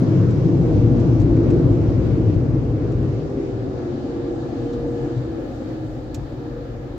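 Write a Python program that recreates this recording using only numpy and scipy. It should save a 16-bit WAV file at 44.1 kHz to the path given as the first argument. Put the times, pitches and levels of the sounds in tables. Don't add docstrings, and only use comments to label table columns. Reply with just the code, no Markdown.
import sys
import numpy as np
from scipy import signal
from scipy.io import wavfile
from scipy.ndimage import uniform_filter1d

SR = 44100
rng = np.random.default_rng(int(sys.argv[2]) if len(sys.argv) > 2 else 0)


def to_wav(sig):
    pcm = np.clip(np.atleast_2d(sig), -1, 1) * 32767
    pcm = np.round(pcm).astype(np.int16)
    wavfile.write(sys.argv[1], SR, pcm.T)


N = 307808
TIME_S = np.arange(N) / SR
LEFT_RIGHT = np.array([[0.5], [-0.5]])

LEAVE_S = 2.38, 3.564
DRUM_ROAR_HZ, ROAR_HISS_HZ, HISS_TOP_HZ = 210, 900, 8800
BODY_WANDER = 0.035
BLADE_HZ = 475.3


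def undb(db):
    return 10 ** (np.asarray(db) / 20)


def across(table, hz):
    table_hz, value = np.transpose(table)
    return np.interp(np.log(hz), np.log(table_hz), value)


def walk(rate, shape, step):
    hold = max(int(1 / rate / step), 1)
    drawn = rng.standard_normal((*shape[:-1], shape[-1] // hold + 1))
    held = np.repeat(drawn, hold, axis=-1)
    return 1.15 * uniform_filter1d(held, hold, axis=-1)[..., :shape[-1]]


def departure(lag_s=0):
    return np.interp(TIME_S - lag_s, LEAVE_S, (0, 1))


def cabin_ripple_db(hz, time_s):
    depth_db, spacing_hz = 2.2, 45
    crowded_hz, blur_hz = 600, 2500
    drift = 0.4 * time_s
    ripple = walk(1 / spacing_hz, (2, len(hz)), hz[3] - hz[2])
    here, there = ((hz > crowded_hz) / (1 + hz / blur_hz) * ripple)[..., None]
    return depth_db * (here * np.cos(drift) + there * np.sin(drift))


def air(colours, band, out, level_db, tilt_db, flicker_db, gust_db, rate, like=None, wander=0):
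    # hz, correlation
    likeness = [(60, 0.97), (120, 0.95), (240, 0.93), (490, 0.72), (980, 0.13), (1960, -0.044),
                (3950, -0.022), (7930, -0.0058)]
    # hz, left_minus_right_db
    balance = [(60, 3), (100, 2), (180, 4.5), (310, 0.5), (530, 1.5), (900, 2), (1560, 0.5), (2680, 2),
               (4610, 0.5), (7930, -2), (12000, 0)]
    frame, hop = 4096, 512
    overlap = frame - hop
    hz = np.maximum(np.fft.rfftfreq(frame, 1 / SR), 1)
    mid, side = signal.stft(rng.standard_normal((2, N)), nperseg=frame, noverlap=overlap)[2]
    at = np.minimum(np.arange(mid.shape[1]) * hop, N - 1)

    moved_hz = hz[:, None] * np.exp(wander * walk(5, (len(at),), hop / SR))
    near_db, far_db = (across(c, moved_hz) for c in colours)
    colour_db = near_db + out[at] * (far_db - near_db) + tilt_db[at] * np.log2(hz)[:, None]
    inside = (hz >= band[0]) & (hz < band[1])
    gain = inside[:, None] * undb(colour_db)
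    correlation = across(likeness, hz) if like is None else like + 0 * hz
    correlation = np.clip(correlation, -0.99, 0.99)[:, None]
    mid_power, side_power = (1 + correlation) / 2, (1 - correlation) / 2
    gain = gain / np.sqrt(np.mean(gain ** 2 * mid_power, axis=0))

    half_octaves = walk(rate, (32, len(at)), hop / SR)
    place = 2 * np.log2(hz)
    low, share = place.astype(int), (place % 1)[:, None]
    flicker = (1 - share) * half_octaves[low] + share * half_octaves[low + 1]
    gust = walk(rate, (len(at),), hop / SR)
    gain = gain * undb(flicker_db * flicker + gust_db * gust + cabin_ripple_db(hz, at / SR))

    lean = undb(across(balance, hz) / 2)[:, None]
    mid, side = mid * np.sqrt(mid_power), side * np.sqrt(side_power)
    both = np.array([(mid + side) * lean, (mid - side) / lean]) * gain
    return signal.istft(both, nperseg=frame, noverlap=overlap)[1][:, :N] * undb(level_db)


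def tone(hz, table, waver_hz, waver_db, pan_db, lead, roam):
    s, db = np.transpose(table)
    phase = 2 * np.pi * np.cumsum(hz + waver_hz * walk(12, (N,), 1 / SR)) / SR
    fade = np.clip(1 + np.minimum(TIME_S - s[0], s[-1] - TIME_S) / 0.085, 0, 1)
    level_db = np.interp(TIME_S, s, db) + waver_db * walk(6.9, (N,), 1 / SR)
    size = np.sqrt(2) * fade * undb(level_db)
    balance, lead_wander = roam * walk(4.2, (2, N), 1 / SR)
    pan = undb(LEFT_RIGHT * (pan_db + 3.9 * balance))
    return size * pan * np.sin(phase + LEFT_RIGHT * (lead + lead_wander))


def drive():
    # start_s, drumming_db, roar_db, hiss_db, drumming_tilt_db_per_octave, hiss_tilt_db_per_octave
    course = [(0.0, -20, -21, -45, 7, -0.5), (0.4, -16.5, -22.5, -47, 3.5, 0),
              (0.75, -15.5, -19, -47, 0.5, 0.3), (1.2, -16, -21, -46.5, -0.5, -0.5),
              (1.5, -17, -19, -46.5, -1.5, -0.5), (2.05, -15.5, -21.5, -47.5, -1, -0.3),
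              (2.5, -20, -24.5, -49.5, -1, -0.4), (2.8, -21, -25.5, -48.5, -3.5, -0.7),
              (3.05, -20, -28, -49.5, 1.5, 0), (3.3, -27, -28, -49.5, -2, 0),
              (3.85, -31, -28.5, -50, 1.5, 0), (4.3, -30, -28.5, -49.5, 1, -0.6),
              (4.6, -31.5, -28, -49.5, 1, 0), (5.05, -30, -27.5, -49, -3, 0),
              (5.2, -29.5, -32, -50, 0, -0.5), (5.4, -33, -30, -52, -5, 0.5),
              (5.52, -31, -32, -50.5, 0, 0.2), (6.1, -31.5, -32.5, -52.5, -2, -0.3),
              (6.98, -32, -33.5, -51.5, -3.5, -1.6)]
    s, *columns = np.transpose(course)
    return [np.interp(TIME_S, s, column) for column in columns]


def body_drumming(level_db, tilt_db):
    # hz, relative_db
    body = ([(22, -43), (36, -22.5), (45, -7), (58, -7), (72, -8.5), (86, -17.5), (100, -1.5), (118, 3),
             (138, -3), (152, -6), (170, -5.5), (190, -12.5), (210, -10)], [(22, -36), (36, -21.5),
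             (45, -6.5), (58, -7), (72, -8.5), (86, -10.5), (100, -2.5), (118, 0), (138, -1), (152, -9.5),
             (170, -16), (190, -17.5), (210, -10.5)])
    return air(body, (15, DRUM_ROAR_HZ), departure(), level_db, tilt_db,
               flicker_db=1.5, gust_db=-0.25, rate=5.4, wander=BODY_WANDER)


def fan_roar(level_db):
    # hz, relative_db
    roar = ([(210, -11.5), (228, -4.5), (262, 0.5), (300, -0.5), (332, 3), (370, -5), (410, -9),
             (445, -11.5), (520, -10), (570, -16), (630, -21), (700, -20.5), (840, -23), (900, -24.5)],
             [(210, -15), (228, -3), (262, -3), (300, 1), (332, -2), (370, -4.5), (410, -15), (445, -9.5),
             (520, -6.5), (570, -13), (630, -18.5), (700, -15.5), (800, -17.5), (900, -23.5)])
    return air(roar, (DRUM_ROAR_HZ, ROAR_HISS_HZ), departure(), level_db, 0 * TIME_S,
               flicker_db=1.5, gust_db=0.0, rate=4, wander=BODY_WANDER / 2)


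def running_fans():
    # start_s, level_db
    swells = [(0.0, -42), (0.2, -34), (0.52, -46), (0.68, -30), (1.0, -30.5), (1.2, -47), (1.55, -34.5),
              (1.9, -43), (2.45, -49), (2.65, -37), (2.95, -42), (3.2, -39), (3.6, -40), (3.9, -44),
              (4.15, -34), (4.3, -32.5), (4.48, -43), (4.62, -33), (4.9, -28.5), (5.1, -33.5), (5.4, -41),
              (5.58, -55), (6.25, -51), (6.42, -39), (6.62, -36.5), (6.98, -48)]
    receding_hz = 473.2
    hz = BLADE_HZ + departure() * (receding_hz - BLADE_HZ)
    return tone(hz, swells, waver_hz=0.7, waver_db=0.5, pan_db=-2.0, lead=0.38, roam=0.25)


def coasting_fan(coast_s, table):
    switch_off_s = 1.85
    hz = BLADE_HZ / (1 + np.maximum(TIME_S - switch_off_s, 0) / coast_s)
    return tone(hz, table, waver_hz=0.6, waver_db=1, pan_db=0.5, lead=-0.29, roam=0.28)


def stopped_fans():
    # start_s, level_db
    slower = [(1.9, -44), (2.25, -41), (2.7, -45), (3.05, -37), (3.25, -36), (3.4, -28), (3.52, -33),
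              (3.72, -32.5), (3.9, -41), (4.05, -36), (4.32, -33), (4.48, -45), (4.62, -32), (4.75, -35),
              (4.92, -39), (5.1, -35), (5.2, -34.5), (5.31, -29), (5.41, -30), (5.48, -43), (5.85, -37),
              (6.3, -41), (6.7, -50)]
    # start_s, level_db
    quicker = [(2.1, -40), (2.6, -43), (3.05, -38), (3.3, -48), (3.65, -48), (3.88, -31), (4.05, -39),
               (4.3, -35), (4.5, -41), (5.2, -49)]
    return coasting_fan(7.8, slower) + coasting_fan(5.8, quicker)


def engine_hum():
    # start_s, level_db
    pull = [(4.3, -56), (4.7, -44), (5.2, -45), (6.6, -47), (6.98, -44)]
    return tone(43.9, pull, waver_hz=0.4, waver_db=2.5, pan_db=2.5, lead=0, roam=0)


def ticks():
    # start_s, level_6600_hz_db, level_3700_hz_db, level_12650_hz_db, level_1950_hz_db, left_minus_right_db
    impacts = [(0.306, -48.5, -49, -66, -55, 0), (0.9981, -48, -52, -75, -55, 0),
               (1.1975, -44.5, -47, -69, -46, -3), (1.2155, -50, -47, -74, -55, -3),
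               (1.367, -54, -50, -80, -39, -2), (1.503, -46, -44.5, -72, -41, -1),
               (2.9193, -50, -48, -80, -55, -1), (4.7333, -48, -43, -77, -57, -2),
               (5.176, -55, -47, -77, -55, 3), (6.1444, -33, -37.5, -44, -39, -6)]
    # centre_hz, width_hz, ring_time_s (to fall 60 dB)
    ringing = [(6600, 2200, 0.061), (3700, 1900, 0.05), (12650, 5300, .04), (1950, 1300, 0.05)]
    bounce_s, bounce_db = 0.0028, -6.5
    snap_s, snap_db = 0.0015, 3
    out, t = np.zeros((2, N + SR)), np.arange(SR // 10) / SR
    snap = undb(snap_db * (t < snap_s))
    for s, *levels_db, pan_db in impacts:
        noise = rng.standard_normal((3, len(t)))
        noise = noise[0] + 0.29 * noise[1:]
        start = int(s * SR)
        for (hz, width, t60), db in zip(ringing, levels_db):
            decay = np.exp(-np.log(1000) * t / t60)
            bounce = (t > bounce_s) * undb(bounce_db + 60 * bounce_s / t60)
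            edges = [hz - width / 2, hz + width / 2]
            band_pass = signal.butter(3, edges, "band", fs=SR, output="sos")
            band = signal.sosfilt(band_pass, snap * decay * (1 + bounce) * noise)
            size = undb(db + LEFT_RIGHT * pan_db) / np.abs(band).max()
            out[:, start:start + len(t)] += size * band
    return out[:, :N]


def air_hiss(level_db, tilt_db):
    # hz, relative_db
    hiss = ([(900, 0.5), (1000, -3), (1260, -5), (1450, -6), (1650, -8.5), (2000, -11.5), (2600, -14.5),
             (3200, -17.5), (4500, -19), (5500, -20.5), (6900, -25.5), (7800, -31), (8400, -38),
             (8800, -46)], [(900, 0), (1000, -3), (1260, -4), (1480, -7.5), (1680, -4.5), (1850, -9),
             (2000, -11.5), (2600, -16.5), (3200, -15.5), (4500, -16), (5500, -22), (6900, -23),
             (7800, -29), (8400, -34.5), (8800, -45.5)])
    return air(hiss, (ROAR_HISS_HZ, HISS_TOP_HZ), departure(lag_s=0.6), level_db, tilt_db,
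               flicker_db=1.18, gust_db=0.41, rate=11)


def swell(s, half_width_s, db):
    return db * np.exp(-((TIME_S - s) / half_width_s) ** 2)


def top_hiss():
    # hz, relative_db
    treble = ([(8800, -2), (9500, -8.5), (10800, -9), (12000, -7.5), (15000, -8)], [(8800, -1.5),
               (9500, -5), (10800, -3), (12000, 0), (15000, 1)])
    # peak_s, half_width_s, added_db
    puffs = [(0.095, 0.025, 9), (3.04, 0.058, 6.5), (5.04, 0.08, 2.7), (5.72, 0.044, 3)]
    wet_road_db = np.interp(TIME_S, (4.0, 4.8), (0, 7.5))
    level_db = -83 + wet_road_db + sum(swell(*puff) for puff in puffs)
    return air(treble, (HISS_TOP_HZ, 20000), departure(), level_db, 0 * TIME_S,
               flicker_db=-0.5, gust_db=1.5, rate=6, like=0.55)


def scene():
    drum_db, roar_db, hiss_db, drum_tilt, hiss_tilt = drive()
    jets = body_drumming(drum_db, drum_tilt) + fan_roar(roar_db)
    fans = running_fans() + stopped_fans()
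    hiss = air_hiss(hiss_db, hiss_tilt) + top_hiss()
    return jets + fans + engine_hum() + ticks() + hiss


def record(dry):
    bass_cut = signal.butter(2, 16, "high", fs=SR, output="sos")
    top_cut = signal.ellip(10, 0.2, 70, 15650, fs=SR, output="sos")
    return signal.sosfilt(top_cut, signal.sosfilt(bass_cut, dry))


dry = scene()
out = record(dry)
to_wav(out)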